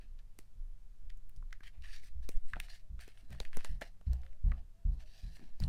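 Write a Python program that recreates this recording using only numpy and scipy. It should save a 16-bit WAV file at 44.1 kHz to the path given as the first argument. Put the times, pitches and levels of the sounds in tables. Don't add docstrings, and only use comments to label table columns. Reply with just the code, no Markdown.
import sys
import numpy as np
from scipy import signal
from scipy.fft import rfft, irfft, next_fast_len
from scipy.io import wavfile
from scipy.ndimage import uniform_filter1d, map_coordinates

SR = 44100
rng = np.random.default_rng(int(sys.argv[2]) if len(sys.argv) > 2 else 0)


def unload_wav(signal):
    wavfile.write(
        sys.argv[1],
        SR,
        np.round(np.clip(np.atleast_2d(signal).T, -1, 1) * 32767).astype(np.int16),
    )


N = 250567


def amp(db):
    return 10 ** (np.asarray(db) / 20)


def unit(x):
    return x / np.sqrt(np.mean(x ** 2) + 1e-20)


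def wobble(rate):
    knots = rng.standard_normal(int(N * rate / SR) + 4)
    return map_coordinates(knots, [np.arange(N) * rate / SR])


def filtered(x, response):
    m = next_fast_len(len(x) + 4096)
    f = np.fft.rfftfreq(m, 1 / SR)
    return irfft(rfft(x, m) * response(f), m)[:len(x)]


def modes(table):
    def response(f):
        total = 0
        for k, (centre, width, db) in enumerate(table):
            resonance = 1j * f * width / (centre * centre - f * f + 1j * f * width)
            total = total + (-1) ** k * amp(db) * resonance
        return total
    return response


def noise(spectrum):
    hz, db = np.transpose(spectrum)

    def colour(f):
        return amp(np.interp(np.log(f + 0.07), np.log(hz + 0.81), db))
    return unit(filtered(rng.standard_normal(N), colour))


def add(track, s, sound):
    part = track[round(s * SR):][:len(sound)]
    part += sound[:len(part)]


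# frequency in Hz, relative density in dB per Hz.
RUMBLE = [(30, -18.5), (60, -19.5), (120, -9.5), (200, -20.5), (350, -28), (1200, -51), (2600, -120)]
# frequency in Hz, relative density in dB per Hz.
MIC_HISS = [(100, -48), (400, 5), (2000, -3.5), (6000, -7), (14000, -11.5), (15500, -28), (20000, -48)]
# frequency in Hz, mean level in dB rms.
HUM_TONES = [(97, -72), (199, -84)]


def background():
    t = np.arange(N) / SR
    hum = np.zeros(N)
    for hz, db in HUM_TONES:
        level = amp(db + 3 + 1.5 * wobble(6))
        hum += level * np.sin(2 * np.pi * hz * t + 0.5 * wobble(5))
    rumble = amp(-76.5 + 0.17 * wobble(4.7)) * noise(RUMBLE)
    return hum + rumble + amp(-80.5) * noise(MIC_HISS)


# frequency in Hz, relative density in dB per Hz.
SLOW_AIR = [(1, -18.5), (3, 8.5), (8, -6.5), (20, -16.5), (50, -25), (100, -95.5), (200, -120)]
# moment of the peak in seconds, peak level in dB,
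# width (standard deviation) in seconds, direction as a sign.
PAGE_PUSHES = [(2.299, -35.5, 0.02, -1), (2.367, -20, 0.0089, 1), (2.454, -23.5, 0.02, -1),
               (3.412, -30, 0.0046, -1), (3.48, -28.5, 0.019, 1), (3.576, -21, .022, -1),
               (3.672, -30.5, 0.054, 1)]


def air():
    t = np.arange(N) / SR
    gusts_db = 2.5 * wobble(3)
    pushes = np.zeros(N)
    for s, db, width, way in PAGE_PUSHES:
        pushes += np.sign(way) * amp(db) * np.exp(-0.5 * ((t - s) / width) ** 2)
    return pushes + amp(-43.5 + gusts_db) * noise(SLOW_AIR)


# loudest moment in seconds, rise in seconds, fall in seconds, then levels in dB
# of sheet, body, 4 kHz band and treble.
RUB_SWELLS = [(0.012, 0.015, 0.092, -73.5, -78, -79.5, -86), (0.195, 0.014, 0.021, -68, -75, -75.5, -94),
              (1.638, 0.01, 0.045, -56.5, -75, -63.5, -76), (1.677, 0.04, 0.031, -64, -91, -70, -74),
              (1.75, 0.026, 0.047, -70, -78, -98, -100), (1.839, 0.014, 0.11, -59.5, -78, -71, -76),
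              (1.949, 0.11, 0.073, -60.5, -86, -59.5, -70.5), (2.043, 0.03, 0.064, -68, -81, -65.5, -68.5),
              (2.084, 0.036, 0.018, -67, -95, -72.5, -71), (2.231, .01, 0.049, -70.5, -80, -69, -78),
              (2.3, 0.016, 0.11, -69, -74, -89, -69.5), (2.5, 0.065, 0.12, -72.5, -88, -76, -74.5),
              (2.566, 0.013, 0.052, -66, -59, -78, -95), (2.647, 0.036, .03, -56, -68.5, -60.5, -65.5),
              (2.702, 0.02, 0.034, -56.5, -68, -58.5, -67.5), (2.754, 0.046, 0.061, -63.5, -82, -65, -71.5),
              (3.007, 0.014, 0.1, -58.5, -72, -63.5, -66.5), (3.085, 0.024, 0.067, -67.5, -84, -82, -80),
              (3.182, 0.05, 0.087, -70, -75, -75, -76), (3.325, 0.038, 0.091, -61, -66, -70.5, -74.5),
              (3.412, 0.0085, 0.084, -75, -66, -69, -70), (3.455, 0.011, 0.035, -59.5, -74, -73, -80),
              (3.548, 0.028, 0.06, -61.5, -66, -74, -70), (3.605, 0.023, 0.11, -63, -70, -69, -76),
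              (3.658, 0.026, 0.12, -64.5, -65.5, -66, -70.5),
              (3.823, 0.0078, 0.029, -49.5, -48, -56.5, -63), (3.853, .03, 0.068, -66, -69.5, -66.5, -79),
              (4.07, 0.024, 0.16, -79.5, -82, -79, -100), (4.135, 0.026, 0.12, -74.5, -65, -84, -85),
              (4.25, 0.048, 0.11, -78, -84, -88, -85), (4.468, .03, 0.09, -75.5, -80, -81.5, -83),
              (4.53, .012, .06, -73, -69, -91, -98), (4.58, 0.045, 0.05, -77, -74, -79, -92),
              (5.005, 0.013, 0.07, -72.5, -73.5, -73, -83), (5.18, 0.24, 0.41, -69.5, -79.5, -66.5, -77.5),
              (5.365, 0.046, 0.019, -70, -86, -65, -71), (5.429, 0.064, 0.098, -74, -71.5, -84, -92),
              (4.935, 0.027, 0.035, -86, -82, -80.5, -84), (0.4, 0.0095, .1, -82, -81, -79, -80),
              (5.621, 0.03, 0.05, -62, -83, -67, -70), (5.65, 0.029, 0.042, -68, -74, -74, -70)]
EDGE_DB, ROUNDNESS = 21, 1.156


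def swells():
    gain = np.zeros((4, N))
    t = np.arange(N) / SR
    for s, rise, fall, *levels_db in RUB_SWELLS:
        first = max(round((s - 3.0 * rise) * SR), 0)
        span = slice(first, round((s + 3.0 * fall) * SR))
        away = np.where(t[span] < s, (s - t[span]) / rise, (t[span] - s) / fall)
        drop_db = EDGE_DB * away ** ROUNDNESS
        gain[:, span] += amp(np.array(levels_db)[:, None] - drop_db)
    return gain


def patches(x, depth_db):
    z = signal.stft(x, nperseg=512)[2]
    over_frequency = uniform_filter1d(rng.standard_normal(z.shape), size=3, axis=0)
    field = uniform_filter1d(over_frequency, size=11, axis=1)
    return signal.istft(z * amp(depth_db * unit(field)), nperseg=512)[1][:N]


# centre in Hz, width in Hz, relative level in dB.
LOW_RESONANCES = [(1330, 2200, -16), (1760, 214, 3.5), (2065, 430, -2.5), (2840, 640, -2)]
BODY_RESONANCES = [(392, 36, -2), (695, 102, 5)]
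MID_RESONANCES = [(4015, 580, 5), (4880, 580, 3.5), (5610, 710, 0.5)]
HIGH_RESONANCES = [(7200, 7500, -4), (8960, 1370, 5.5), (12100, 8900, -12)]


def rubbing():
    grip_db = 1.8 * wobble(60) + 1.8 * wobble(300)
    groups = (LOW_RESONANCES, BODY_RESONANCES, MID_RESONANCES, HIGH_RESONANCES)
    out = np.zeros(N)
    for gain, sheet in zip(swells(), groups):
        slips = rng.standard_normal(N) * amp(grip_db + 2.0 * rng.exponential(size=N))
        edge_hz = 0.65 * sheet[0][0]

        def colour(f):
            return modes(sheet)(f) * f ** 6 / (f ** 6 + edge_hz ** 6)
        out += gain * unit(patches(filtered(slips, colour), depth_db=2.9))
    return out


# start in seconds, level in dB before the
# pad's resonances and the soft rise, time to fall 60 dB in seconds.
LOW_BUMPS = [(0.031, -67, 0.16), (2.155, -78, .25), (3.23, -59, 0.12), (5.13, -65, .08),
             (5.408, -49.5, 0.22)]
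# centre in Hz, width in Hz, level in dB per pass.
PAD_RESONANCES = [(183, 94, 0), (303, 180, -3.5)]


def bumps():
    push = np.zeros(N)
    t = np.arange(SR // 3) / SR
    for s, db, t60 in LOW_BUMPS:
        add(push, s, amp(db - 60 * t / t60) * (1 - np.exp(-t / 0.0045)))
    shudder = filtered(rng.standard_normal(N), lambda f: modes(PAD_RESONANCES)(f) ** 2)
    return push * unit(shudder)


# time in seconds, then levels in dB of joists, room, boards
FOOTFALLS = [(0.064, -40, -56, -58.5, -90), (0.558, -36, -51, -56, -74), (1.027, -40.5, -64, -55, -71.5),
             (1.358, -36.5, -62, -55, -62), (1.773, -43.5, -77, -50.5, -68.5),
             (2.148, -39.5, -56, -41.5, -66), (2.519, -39, -77, -50.5, -59), (2.901, -46, -39, -44.5, -59),
             (3.30, -52.5, -48, -47.5, -52), (3.696, -42.5, -33.5, -52, -53),
             (4.069, -47.5, -29.5, -29.5, -46), (4.442, -39.5, -22.5, -32.5, -42),
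             (4.852, -40.5, -25, -35, -45.5), (5.232, -61, -38, -50, -52), (5.608, -38, -30.5, -36, -37)]
# frequency in Hz before a random detuning,
# relative level in dB, rise in seconds, time to fall 60 dB in seconds.
FLOOR_MODES = [
    [(24.34, 3.5, 0.03, 1)],
    [(39.44, 6, 0.0075, 0.28)],
    [(62.57, 7.5, 0.012, 0.36), (81.6, -9, 0.016, 0.21)],
    [(117.7, 10, 0.025, 0.31), (163.1, 3.5, 0.023, 0.29), (205.4, -3.5, 0.0036, 0.27)],
]
# frequency in Hz, relative density in dB per Hz.
FURNITURE = [(80, -20), (200, 3), (400, -13.5), (900, -15), (1600, -34), (3000, -53)]


def footsteps():
    out, shake = np.zeros(N), np.zeros(N)
    t = np.arange(SR) / SR
    for s, *levels_db in FOOTFALLS:
        detune = rng.normal(1, 0.025, size=len(FLOOR_MODES))
        rings = []
        for level_db, ratio, group in zip(levels_db, detune, FLOOR_MODES):
            ring = np.zeros(len(t))
            for hz, db, rise, t60 in group:
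                envelope = amp(level_db + db - 60 * t / t60) * (1 - np.exp(-(t / rise) ** 2))
                ring += envelope * np.sin(2 * np.pi * hz * ratio * t)
            rings.append(ring)
        above_joists = sum(rings[1:])
        add(out, s - 0.003, rings[0] + above_joists)
        add(out, s + 0.02808, 0.23 * above_joists)
        knock_db = levels_db[-1]
        add(shake, s, amp(knock_db - 11.5 - 60 * t / 0.5) * (1 - np.exp(-t / 0.036)))
    return out + shake * noise(FURNITURE)


def give_way(t60):
    lead = SR // 200
    t = (np.arange(SR // 12) - lead) / SR
    strain = 0.15 * np.exp(np.minimum(t, 0) / 0.0019) * (t < 0)
    life = t60 * np.array([[0.65], [0.9], [0.45]])
    rattle = (t >= 0) * amp(-60 * np.abs(t) / life)
    after = (t >= 0) * 0.05 * amp(-60 * t / 0.14)
    blows = rng.standard_normal((3, len(t))) * (strain + rattle)
    blows += rng.standard_normal((3, len(t))) * after
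    blows[:, lead] = 1.7
    return blows


def crease(hz, breadth):
    return lambda f: modes([(hz, breadth * hz, 0)])(f) ** 2


def add_burst(track, s, t60, parts):
    for blow, (level_db, shape) in zip(give_way(t60), parts):
        ring = filtered(blow, shape)
        add(track, s - 0.0043, amp(level_db) * ring / np.abs(ring).max())


# time in seconds, peak level in dB,
# crease frequency in Hz.
CREASE_TICKS = [(0.19, -56.5, 3230), (0.3881, -44, 8800), (1.097, -54.5, 2460), (1.1015, -47.5, 2150),
                (1.1728, -59.5, 7700), (1.2944, -47.5, 13600), (1.295, -61.5, 1850), (1.3626, -56, 4440),
                (1.369, -57, 6960), (1.5073, -59, 1690), (1.528, -44, 3570), (1.6333, -49.5, 1780),
                (1.8223, -51.5, 3300), (1.832, -66, 1720), (2.2257, -63, 1100), (2.291, -38.5, 7500),
                (2.371, -52, 4930), (2.4695, -66, 4680), (2.601, -36, 12600), (2.6844, -47.5, 1750),
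                (3.1739, -53, 2010), (3.4306, -51, 1690), (3.531, -40.5, 1920), (3.5912, -46, 1510),
                (3.608, -45, 1820), (4.2172, -58, 4960), (4.2335, -51.5, 1630), (4.2642, -53, 1880),
                (4.33, -59.5, 1820), (5.005, -51.5, 1860), (5.602, -46, 11900), (5.6211, -47.5, 1690)]


def ticks():
    out = np.zeros(N)
    for s, db, hz in CREASE_TICKS:
        add_burst(out, s, 0.0069, [(db, crease(hz, 0.92))])
    return out


# time in seconds, crease peak in dB, crease frequency in Hz,
# breadth as a share of that frequency, flap peak in dB, flap frequency in Hz, crack peak in dB.
PAPER_SNAPS = [(0.388, -46.5, 1790, 1, -48.5, 413, -45), (1.425, -54.5, 1065, 0.47, -57, 327, -84),
               (1.5268, -39, 1830, 0.36, -63.5, 700, -55), (1.6057, -51, 1600, 0.38, -57, 357, -63),
               (2.0342, -54, 2060, 0.21, -63.5, 720, -67), (2.2893, -47, 2380, 0.22, -36.5, 413, -37),
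               (2.534, -28.5, 1530, 0.37, -71, 331, -63), (2.558, -47, 1800, 0.4, -50.5, 322, -70),
               (2.5655, -48.5, 1350, 0.24, -37, 734, -72), (2.6, -29.5, 2100, 0.85, -69, 890, -35.5),
               (2.9917, -50, 1750, 1, -58, 674, -73), (3.0783, -63, 2320, .62, -48.5, 405, -47.5),
               (3.3047, -55.5, 1150, 0.74, -57, 410, -54), (3.3276, -47, 2000, 0.54, -59, 690, -48),
               (3.3487, -59, 1180, 0.3, -56, 331, -59), (3.4012, -31.5, 3080, 0.99, -36.5, 436, -37.5),
               (3.4505, -41, 2030, .64, -59, 331, -51), (3.57, -51, 1670, 0.33, -35, 348, -32),
               (3.6464, -37, 1840, 0.66, -40, 890, -32), (3.8118, -44, 1720, 0.66, -54, 677, -44.5),
               (3.8157, -34.5, 1800, 0.47, -39, 690, -43), (3.82, -37, 1760, 0.47, -37.5, 711, -47),
               (4.0117, -62, 1120, .9, -54, 404, -63), (4.132, -64, 1320, .36, -50.5, 330, -43.5),
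               (4.5177, -39.5, 1210, 0.39, -45, 700, -92), (4.5199, -47, 1950, 0.14, -49.5, 595, -96),
               (5.368, -51, 2060, 1, -58, 325, -59), (5.3933, -56, 1500, 0.96, -52, 324, -70),
               (5.601, -43.5, 4680, 0.19, -44, 355, -47), (5.6371, -35.5, 4030, 0.44, -56, 700, -67)]
CRACK_HZ = 5190


def crack(f):
    return crease(CRACK_HZ, 1.2)(f) * f / (f + CRACK_HZ)


def page_flap(hz):
    flap = modes([(hz, 260, 0), (0.25 * hz, 160, -3)])
    return lambda f: flap(f) / (1 + 1j * f / 2500)


def snaps():
    out = np.zeros(N)
    for s, db, hz, breadth, flap_db, flap_hz, crack_db in PAPER_SNAPS:
        parts = [(db, crease(hz, breadth)), (flap_db, page_flap(flap_hz)), (crack_db, crack)]
        add_burst(out, s, 0.014, parts)
    return out


# start in seconds, length in seconds, frequency in Hz,
# peak level in dB.
FLOOR_TONES = [(2.802, 0.09, 616, -77.5), (4.201, .12, 532, -72), (4.304, 0.084, 614, -75.5),
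               (4.722, 0.16, 670, -77.5), (5.011, 0.072, 621, -71)]


def creaks():
    out = np.zeros(N)
    for s, length, hz, db in FLOOR_TONES:
        t = np.arange(round(length * SR)) / SR
        swell = np.sin(np.pi * t / length)
        waver = np.sin(2 * np.pi * 13 * t)
        add(out, s, amp(db) * swell * np.sin(2 * np.pi * hz * t + waver))
    return out


def scene():
    pad = rubbing() + ticks() + snaps() + bumps()
    floor = footsteps() + creaks()
    house = air() + background()
    return (pad + floor + house)[None]


def record(dry):
    def response(hz):
        fade_db = -9 * np.clip((hz - 15000) / 900, 0, 1)
        return (hz < 16450) * amp(fade_db)
    return filtered(dry[0], response)[None]


dry = scene()
out = record(dry)
unload_wav(out)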